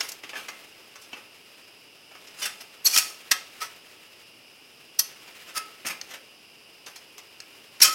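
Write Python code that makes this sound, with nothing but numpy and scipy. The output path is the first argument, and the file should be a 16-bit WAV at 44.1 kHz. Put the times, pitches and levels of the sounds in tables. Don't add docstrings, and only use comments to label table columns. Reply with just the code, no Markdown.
import sys
import numpy as np
from scipy import signal
from scipy.io import wavfile
from scipy.ndimage import uniform_filter1d

SR = 44100
rng = np.random.default_rng(int(sys.argv[2]) if len(sys.argv) > 2 else 0)


def unload_wav(signal):
    wavfile.write(
        sys.argv[1],
        SR,
        np.round(np.clip(np.atleast_2d(signal).T, -1, 1) * 32767).astype(np.int16),
    )


N = 350154


def clatters(gain_db=5, modes_db=-39, ripple_db=3.6):
    # (frequency [Hz], gain [dB])
    slat_spectrum = [(30, -28), (90, -22.5), (175, -7.5), (350, -3.5), (800, 2), (1100, -1), (1850, -1),
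                     (2700, 2), (3700, -4), (5400, 2.5), (7200, -3.5), (9500, 1.5), (12500, 1),
                     (15500, -8.5)]
    ripple_hz = np.geomspace(400, 16000, num=110)
    thinning, gentle_db = .28, -60
    out = np.zeros(N)
    for start_s, rise_s, t60_s, level_db, knock_db, fizz_db in contacts():
        force = stroke(rise_s, t60_s)
        impacts = collisions(len(force), per_s=3000, spread_db=2.5, rub=.57)
        burst = np.pad(force * impacts, (0, 1024))
        thud_db = knock_db - thinning * (level_db - gentle_db)
        contact_spectrum = [(200, 1 + 1.05 * thud_db), (750, thud_db), (1600, knock_db),
                            (3000, knock_db), (4400, 0), (6800, 0), (9500, fizz_db)]
        ripple = np.c_[ripple_hz, ripple_db * np.clip(rng.standard_normal(len(ripple_hz)), -2, 2)]
        burst = colour(burst, slat_spectrum, contact_spectrum, ripple)
        add(out, start_s, amp(level_db + gain_db) * slat_modes(burst, modes_db))
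    return out


def contacts():
    # (time [s], rise [s], level [dB], knock [dB], fizz [dB])
    snaps = [(.0004, 0.0083, -22, 0.5, -16), (0.0841, 0.0057, -30, -7.5, -6), (.116, .003, -35, -10, -5),
             (2.449, .01, -26, 4.5, -3), (2.9589, 0.0043, -17, 1.5, -6), (2.972, .0044, -12, -12, -5),
             (2.979, 0.0062, -13.5, -5.5, -6), (3.309, .007, -11.5, -1, -8.5),
             (4.9858, 0.0088, -13, -14, -5.5), (7.815, 0.0019, -9.5, -8, -11),
             (7.8203, 0.0029, -9, -5, -2.5), (7.829, .0014, -9.5, -7, -1)]
    # (time [s], level [dB], knock [dB])
    pats = [(.231, -41, 9), (.289, -39, 3), (.328, -51, 18), (.351, -41, 11), (.480, -35.5, 6.5),
            (.952, -43, 3.5), (1.126, -43.5, 12), (2.107, -56, 12.5), (2.147, -51.5, 11),
            (2.267, -45.5, 1.5), (5.274, -51, 9), (5.846, -44.5, 17), (6.858, -41, 1), (6.955, -38.5, -1.5),
            (7.176, -40, 1.5), (7.799, -25.5, 0)]
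    # (time [s], rise [s], t60 [s], level [dB], knock [dB])
    scrapes = [(.011, 0.025, 0.25, -38, 1), (.354, 0.016, .23, -41, 8), (1.002, .021, .16, -46.5, -6),
               (1.146, 0.026, 0.23, -52.5, 10), (2.351, 0.053, .6, -38.5, -2),
               (2.412, 0.013, 0.23, -27.5, 0), (2.598, .014, .08, -38.5, 1.5),
               (2.837, .033, .13, -19.5, -5.5), (2.8773, 0.035, 0.36, -27.5, -8.5),
               (2.911, 0.036, 0.4, -21.5, -6.5), (3.594, .026, 0.19, -32, 2),
               (5.447, 0.048, 0.14, -47.5, 4.5), (5.532, 0.046, 0.067, -26, -0.5),
               (5.845, .025, .16, -26.5, -1.5), (5.879, 0.024, .15, -35.5, 7.5),
               (6.071, .041, .22, -46, 4.5), (6.127, .014, .12, -41.5, 6), (6.86, 0.01, 0.21, -45, 4.5),
               (7.838, 0.0072, 0.17, -14, -4.5), (7.865, 0.0035, 0.19, -24.5, -2.5),
               (7.907, .021, .13, -31, -7)]
    # (time [s], level [dB])
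    ticks = [(6.012, -26.5), (7.4015, -29)]
    return ([(s, rise, .057, db, knock, fizz) for s, rise, db, knock, fizz in snaps]
            + [(s, .0059, .098, db, knock, -12.5) for s, db, knock in pats]
            + [(s, rise, t60, db, knock, -7.5) for s, rise, t60, db, knock in scrapes]
            + [(s, .0017, .02, db, -7.5, -22) for s, db in ticks])


def slat_modes(burst, gain_db, size=12000):
    # (frequency [Hz], relative level [dB], t60 [s])
    bending_modes = [(1735, -26, 0.085), (2613, -12, 0.13), (3185, -13.5, 0.17), (3590, -4.5, 0.1),
                     (4200, -27, 0.23), (4460, -23, 0.2), (5000, -17, 0.26), (5570, -26, 0.091),
                     (6300, -10, 0.11), (6810, -26, 0.073), (7840, -13, 0.15), (8172, -14, .11),
                     (8500, -28, .11), (9900, -20, 0.23), (11600, -23, .1), (12700, -20, .11)]
    hz, level_db, t60_s = np.transpose(bending_modes)[:, :, None]
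    t = np.arange(size) / SR
    share, phase, tuning = rng.random((3, len(hz), 1))
    hz = hz * (1 + (tuning - .5) * .07 * (hz / hz.max()) ** 2)
    envelope = amp(level_db + gain_db) * (.5 + share) * np.exp(-np.log(1000) * t / t60_s)
    modes = envelope * np.sin(2 * np.pi * (hz * t + phase))
    return np.pad(burst, (0, size - 1)) + signal.fftconvolve(burst, modes.sum(0))


def squeaks(glide_octaves=-.054, jitter=.012, overtone_db=-18):
    # (time [s], length [s], pitch [Hz], level [dB])
    slips = [(.004, 0.0081, 5400, -21), (2.842, .032, 11840, -22), (2.844, 0.04, 6400, -24.5),
             (2.848, 0.022, 7750, -27.5), (2.851, .028, 4370, -15), (2.866, 0.016, 5780, -15),
             (2.929, .021, 2396, -30.5), (2.973, 0.0097, 2530, -18), (3.313, .011, 2580, -21.5),
             (3.316, .006, 4820, -18.5), (4.989, 0.012, 5850, -16.5), (4.992, .0075, 11880, -21),
             (7.8145, 0.0158, 5550, -7.5)]
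    out = np.zeros(N)
    for start_s, length_s, hz, level_db in slips:
        position = np.linspace(-.5, .5, int(length_s * SR))
        pitch_hz = hz * 2 ** (glide_octaves * position) * (1 + jitter * waver(len(position), size=50))
        phase = 2 * np.pi * np.cumsum(pitch_hz) / SR
        tone = np.sin(phase) + amp(overtone_db) * np.sin(2 * phase) * (hz < SR / 4)
        grip = 1 + .3 * waver(len(position), size=50)
        window = np.cos(np.pi * position) ** 2
        add(out, start_s, amp(level_db) * unit(tone * grip) * window)
    return out


def blind_ring(slats, ring_hz=1296, width_hz=500, ring_t60_s=.35, gain_db=-8):
    # (time [s], swell [s], t60 [s], pitch [Hz], level [dB])
    releases = [(.332, .003, .06, 1720, -37), (.355, .003, .08, 1720, -34), (2.955, .008, .42, 1280, -36),
                (3.313, 0.011, 0.32, 1290, -39), (3.6, 0.022, 0.13, 1297, -31.5),
                (4.992, .005, .22, 6130, -35), (5.54, .025, .39, 1295, -34.5),
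                (7.835, 0.017, .1, 1278, -25), (7.84, 0.013, .25, 3185, -28),
                (7.866, .013, .97, 1282, -29.5)]
    band = signal.butter(2, [ring_hz - width_hz / 2, ring_hz + width_hz / 2], "bandpass", fs=SR)
    drive = signal.lfilter(*band, slats) ** 2
    retention = amp(-120 / (ring_t60_s * SR))
    energy = signal.lfilter([1 - retention], [1, -retention], drive)
    out = amp(gain_db) * np.sqrt(energy) * bending_tone(N, ring_hz)
    for start_s, swell_s, t60_s, hz, level_db in releases:
        envelope = stroke(swell_s, t60_s)
        add(out, start_s, amp(level_db) * envelope * bending_tone(len(envelope), hz))
    flutter = unit(1 + .23 * waver(N, size=400))
    return out * flutter


def bending_tone(count, hz, drift_hz=10, shake_hz=20):
    bend_hz = drift_hz * waver(count, size=900) + shake_hz * waver(count, size=120)
    return np.sqrt(2) * np.sin(2 * np.pi * np.cumsum(hz + bend_hz) / SR)


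def brushing(catch_db=2):
    # (time [s], level [dB])
    movement = [(0, -45.5), (.2, -54.5), (.45, -49), (.8, -55), (1.2, -55.5), (2, -60.5), (2.25, -53),
                (2.7, -55), (3.28, -49.5), (3.85, -54), (4.4, -59), (4.95, -59.5), (5.1, -51.5),
                (6.05, -52), (6.3, -61.5), (7.7, -55.5), (7.94, -47)]
    # (frequency [Hz], relative level [dB])
    spectrum = [(40, -8.5), (150, -8.5), (400, 6), (900, 1), (2500, 7.5), (5500, -1.5), (8000, -4.5),
                (15500, -8)]
    level_db = np.interp(np.arange(N) / SR, *np.transpose(movement))
    level_db += catch_db * waver(N, size=900)
    grains = collisions(N, per_s=2000, spread_db=4, rub=1)
    return amp(level_db) * unit(colour(grains, spectrum))


def room(direct, gap_s=.0055):
    # (frequency [Hz], t60 [s])
    decay_times = [(200, .5), (530, 0.73), (1400, 0.19), (3700, 0.44), (9700, 0.28), (16000, 0.17)]
    # (frequency [Hz], level [dB])
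    tail_levels = [(200, -7.5), (600, -4.5), (2400, -8), (5500, -15.5), (12000, -13.5)]
    hz, t, noise = signal.stft(rng.standard_normal(SR * 3 // 4), SR, nperseg=256)
    decay = np.exp(-np.log(1000) * t / read(decay_times, hz)[:, None])
    band_energy = (decay ** 2).sum(1, keepdims=True) * t[1] * SR
    decay *= amp(read(tail_levels, hz))[:, None] / np.sqrt(band_energy)
    tail = signal.istft(noise * decay, SR, nperseg=256)[1]
    return signal.fftconvolve(direct, np.pad(tail, (int(gap_s * SR), 0)))[:N]


def hiss(level_db=-53):
    # (frequency [Hz], relative level [dB])
    spectrum = [(25, -21), (60, -19), (100, -0.5), (135, -2), (400, 3.5), (800, -2), (1400, -6.5),
                (1950, -10.5), (2350, 1.5), (2830, 9), (3300, -3), (4300, -9.5), (5000, 4.5), (6600, -17),
                (10000, -10.5), (15500, -19.5)]
    return amp(level_db) * unit(colour(rng.standard_normal(N), spectrum))


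def collisions(count, per_s, spread_db, rub):
    sizes = amp(spread_db * np.clip(rng.standard_normal(count), -2, 2))
    signs = rng.choice([-1, 1], count)
    hits = rng.random(count) < per_s / SR
    return unit(unit(sizes * signs * hits) + rub * rng.standard_normal(count))


def stroke(rise_s, t60_s):
    t = np.arange(int((rise_s + t60_s) * SR) + 2) / SR
    rise = np.minimum(t / rise_s, 1) ** 2
    return rise * np.exp(-np.log(1000) * np.maximum(t - rise_s, 0) / t60_s)


def colour(x, *spectra, size=4096):
    hz = abs(np.fft.fftfreq(size, 1 / SR))
    log_gain = np.log(amp(sum(read(points, hz) for points in spectra)))
    taps = np.fft.ifft(np.exp(np.conj(signal.hilbert(log_gain)))).real
    return signal.oaconvolve(x, taps[:size // 2])[:len(x)]


def waver(count, size):
    return unit(uniform_filter1d(uniform_filter1d(rng.standard_normal(count), size), size // 2))


def read(points, hz):
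    points_hz, values = np.transpose(points)
    return np.interp(np.log(hz + 1), np.log(points_hz + 1), values)


def add(mix, start_s, sound):
    part = mix[max(round(start_s * SR), 0):][:len(sound)]
    part += sound[:len(part)]


def amp(db):
    return 10 ** (np.asarray(db) / 20)


def unit(x):
    return x / np.sqrt(np.mean(x ** 2) + 1e-20)


def scene():
    slats = clatters() + squeaks() + brushing()
    return (slats + room(slats) + blind_ring(slats) + hiss())[None]


def record(dry):
    low_pass = signal.firwin(1023, 16000, window=("kaiser", 9), fs=SR)
    return signal.oaconvolve(np.clip(dry, -1, 1), low_pass[None], "same")


dry = scene()
out = record(dry)
unload_wav(out)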